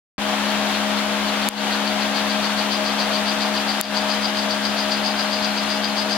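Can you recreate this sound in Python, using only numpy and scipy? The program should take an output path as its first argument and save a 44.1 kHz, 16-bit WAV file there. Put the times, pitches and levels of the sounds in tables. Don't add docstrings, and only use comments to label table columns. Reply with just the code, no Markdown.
import sys
import numpy as np
from scipy import signal
from scipy.fft import rfft, irfft
from scipy.io import wavfile

SR = 44100
rng = np.random.default_rng(int(sys.argv[2]) if len(sys.argv) > 2 else 0)


def store_wav(level_fs):
    pcm = np.round(np.clip(np.atleast_2d(level_fs), -1, 1) * 32767)
    wavfile.write(sys.argv[1], SR, pcm.T.astype(np.int16))


N = 272097
T = np.arange(N) / SR
FREQS = np.fft.rfftfreq(N, 1 / SR)

NOTES_PER_S, SAC_HZ = (6.401, 7.412), (4505, 4942)
NOTE_DB, NOTE_LENGTH_S = (-32.5, -25), (0.032, 0.035)


def frog(pulse_hz=330, jitter=.22, scatter_db=3, whistle_db=-6, scoop_hz=450, scoop_s=0.01103):
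    out = np.zeros((2, N + SR))
    t = np.arange(-SR // 6, SR // 6) / SR
    for s in note_times():
        note_db = driven(NOTE_DB, s) + 0.9 * rng.standard_normal()
        sac_hz = driven(SAC_HZ, s, power=1.53) + 21.7 * rng.standard_normal()
        gap_chance, height_chance = rng.standard_normal((200, 2)).T
        pulse_at = np.cumsum(np.exp(jitter * gap_chance)) * SR / pulse_hz
        pulses = np.bincount(pulse_at.astype(int), undb(scatter_db * height_chance), len(t))[:len(t)]
        push = swell(t + 0.0022, driven(NOTE_LENGTH_S, s), sharpness=1.64)
        relax = effort(s) * undb(-10) * swell(t - 0.043, length_s=0.025)
        grain = rng.standard_normal((2, len(t)))
        rasp = throat((level(pulses, 0) + grain) * (push + relax), sac_hz)
        rasp = level(rasp, 0) * np.sqrt(np.mean(push ** 2))
        turns = sac_hz * t + scoop_hz * scoop_s * np.logaddexp(0, -t / scoop_s)
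        whistle = shaken(turns, depth=0.73, rate_hz=90) * (push + 1.24 * relax) * undb(whistle_db)
        first = int((s + t[0]) * SR)
        out[:, first:first + len(t)] += (rasp + whistle) * undb(note_db)
    return out[:, :N]


def throat(drive, sac_hz):
    # (ratio to the sac pitch, width [Hz], gain [dB])
    resonances = [(.68, 1100, -4), (.915, 770, 3), (1.005, 425, 5), (1.22, 1100, -9.5), (1.65, 1450, -23.5)]
    out = 0
    for k, (ratio, width_hz, db) in enumerate(resonances):
        once = resonate(drive, sac_hz * ratio, width_hz)
        out = out + (-1) ** k * undb(db) * resonate(once, sac_hz * ratio, width_hz)
    return out


def note_times():
    # (first note [s], end [s])
    runs = [(.495, .55), (.756, .8), (.983, 1.05), (1.288, 5.4), (5.448, 6.17)]
    for s, end in runs:
        while s < end:
            yield s
            s += 1 / driven(NOTES_PER_S, s)


def effort(s, from_s=.98, warm_up_s=1.251):
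    return 1 - np.exp(-max(s - from_s, 0) / warm_up_s)


def driven(limits, s, power=1):
    return np.interp(effort(s) ** power, [0, 1], limits)


def peeps(hz=4210, fall_hz_per_s=2000, db=-31.5, delay_s=.065, length_s=0.033, loudest_s=5.45, spread_s=1.0):
    out = np.zeros(N)
    for s in note_times():
        centre_s = s + delay_s
        if abs(centre_s - loudest_s) < spread_s:
            near = abs(T - centre_s) < 2 * length_s
            t = T[near] - centre_s
            whistle = shaken(hz * t - fall_hz_per_s * t ** 2 / 2, depth=1.0, rate_hz=130)
            out[near] += undb(db) * swell(centre_s - loudest_s, spread_s) * swell(t, length_s) * whistle
    return out


def tank(x, t60_s=.25, wet_db=-10):
    t = T[:SR // 2]
    tails = rng.standard_normal((2, len(t))) * undb(-60 * t / t60_s)
    tails /= np.sqrt(np.sum(tails ** 2, axis=1, keepdims=True))
    reflections = signal.fftconvolve(x, tails, axes=1)[:, :N]
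    return (x + undb(wet_db) * reflections) / np.hypot(1, undb(wet_db))


def ticks(right_db=-6, crack_gain=.9, crack_s=0.00043):
    # (time [s], left peak before the limiter [dB])
    snaps = [(1.4879, 15.5), (3.8124, 13.5)]
    # (frequency [Hz], relative level [dB], t60 [s])
    modes = [(4800, -2.5, 0.003), (6360, -15, 0.0042), (7470, 2, 0.0051), (8860, -2, 0.0041),
             (10570, 8, 0.002), (12540, -7, 0.0041)]
    out = np.zeros((2, N))
    t = T[:SR // 50]
    for s, peak_db in snaps:
        ring = sum(undb(db - 60 * t / t60) * np.sin(2 * np.pi * hz * t) for hz, db, t60 in modes)
        hiss = level(resonate(rng.standard_normal(len(t)), hz=16000, width_hz=6000), 0)
        tick = ring + crack_gain * hiss * np.exp(-t / crack_s)
        first = int(s * SR)
        out[:, first:first + len(t)] += tick / abs(tick).max() * undb([[peak_db], [peak_db + right_db]])
    return out


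def thumps(rise_s=0.00034):
    # (time [s], peak before the low cut [dB])
    thuds = [(.185, -16), (1.4874, -16), (3.81, -32), (5.42, -27)]
    out = 0
    for s, db in thuds:
        age = np.maximum(T - s, 0) / rise_s
        out = out - undb(db) * age * np.exp(1 - age)
    low_cut = signal.butter(2, 30, "high", fs=SR, output="sos")
    return signal.sosfilt(low_cut, out) * pan(4.0)


def fan_hum(shaft_hz=69.42, drift_hz=0.052, hum_db=-27.0, blades=3):
    # (multiple of the shaft rate, relative level [dB])
    harmonics = [(1, -28), (2, -34), (3, 0.5), (4, -8), (5, -14.5), (6, -21.5), (7, -12.5), (8, -21.5),
                 (9, -4), (10, -35), (11, -44), (12, -14), (17, -18), (19, -18), (21, -18), (23, -14.5)]
    # (frequency [Hz], level [dB])
    whines = [(75.5, -58), (759, -71.5), (3477.5, -54)]
    turns = np.cumsum(shaft_hz + drift_hz * walk(2.55)) / SR
    hum = sum(undb(db) * shaken(k * turns, depth=0.14 + 0.081 * abs(k - blades), rate_hz=9)
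              for k, db in harmonics)
    whine = sum(undb(db) * np.sqrt(2) * np.sin(2 * np.pi * hz * T + 0.62 * walk(6.2)) for hz, db in whines)
    return (level(hum, hum_db) + whine) * pan(6.94)


def fan_air(air_db=-23.5, flicker_db=.5):
    # (frequency [Hz], relative density [dB])
    rush = [(30, -40), (100, -23.5), (190, -10), (440, -10.5), (760, 0.5), (1200, -2.5), (1700, -3),
            (2100, -6), (3300, -5), (4600, -11), (5500, -14), (8000, -20.5), (11000, -25), (15000, -29.5)]
    # (frequency [Hz], correlation)
    likeness = [(60, 0.82), (400, 0.98), (750, 0.87), (1100, .55), (1600, 0.29), (2400, 0.67), (3100, 0.28),
                (4000, 0.074), (5400, -0.53), (6800, -0.28), (8300, -0.22), (9500, 0.27), (11500, 0.12),
                (14000, -.15)]
    # (frequency [Hz], left minus right [dB])
    balance = [(60, -4.5), (110, -4), (200, 14), (380, 4.5), (700, 6.5), (1290, 2.5), (2380, 4.0),
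               (4400, 7.5), (8120, 2.5), (15000, 3.0)]
    mid, side = rfft(rng.standard_normal((2, N)))
    alike = across(likeness)
    mid, side = mid * np.sqrt(1 + alike), side * np.sqrt(1 - alike)
    lean = undb(across(balance) / 2)
    ports = np.array([(mid + side) * lean, (mid - side) / lean])
    air = irfft(ports * undb(across(rush)), N)
    return level(air, air_db) * undb(flicker_db * walk(27))


def undb(db):
    return 10 ** (np.asarray(db) / 20)


def level(x, db):
    return x * undb(db) / np.sqrt(np.mean(x ** 2))


def pan(db):
    return undb(np.array([[db], [-db]]) / 2)


def across(table):
    hz, value = np.transpose(table)
    return np.interp(np.log(FREQS + 1), np.log(hz), value)


def walk(rate_hz, count=N):
    smooth = np.exp(-(np.fft.rfftfreq(count, 1 / SR) / rate_hz) ** 2)
    return level(irfft(rfft(rng.standard_normal(count)) * smooth, count), 0)


def resonate(x, hz, width_hz):
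    return signal.lfilter(*signal.iirpeak(hz, hz / width_hz, fs=SR), x)


def swell(t, length_s, sharpness=2):
    return np.exp(-abs(t / length_s * np.sqrt(2)) ** sharpness)


def shaken(turns, depth, rate_hz):
    shake = 1 + depth * (walk(rate_hz, len(turns)) + 1j * walk(rate_hz, len(turns))) / 2
    return np.real(shake * np.exp(2j * np.pi * (turns + rng.random()))) / np.sqrt(1 + depth ** 2 / 2)


def limiter(x, ceiling_db=2, release_db_per_s=85):
    over_db = np.maximum(20 * np.log10(abs(x).max(axis=0) + 1e-9) - ceiling_db, 0)
    ramp = release_db_per_s * T
    return x * undb(ramp - np.maximum.accumulate(over_db + ramp))


def scene(fan_start_db=0.76, fan_ease_db_per_s=0.34):
    trill = frog()
    ring = undb(1) * resonate(trill, hz=4940, width_hz=21)
    calls = tank(trill + ring + peeps()) * pan(8.9)
    fan = (fan_hum() + fan_air()) * undb(fan_start_db - fan_ease_db_per_s * T)
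    return calls + ticks() + thumps() + fan


def record(dry, start_s=.181, opening_db=-6, settle_s=0.035, top_hz=15900):
    opening = (T >= start_s) * undb(opening_db * np.exp(-np.maximum(T - start_s, 0) / settle_s))
    high_cut = signal.ellip(10, .2, 80, top_hz, fs=SR, output="sos")
    return signal.sosfilt(high_cut, limiter(dry * opening))


dry = scene()
out = record(dry)
store_wav(out)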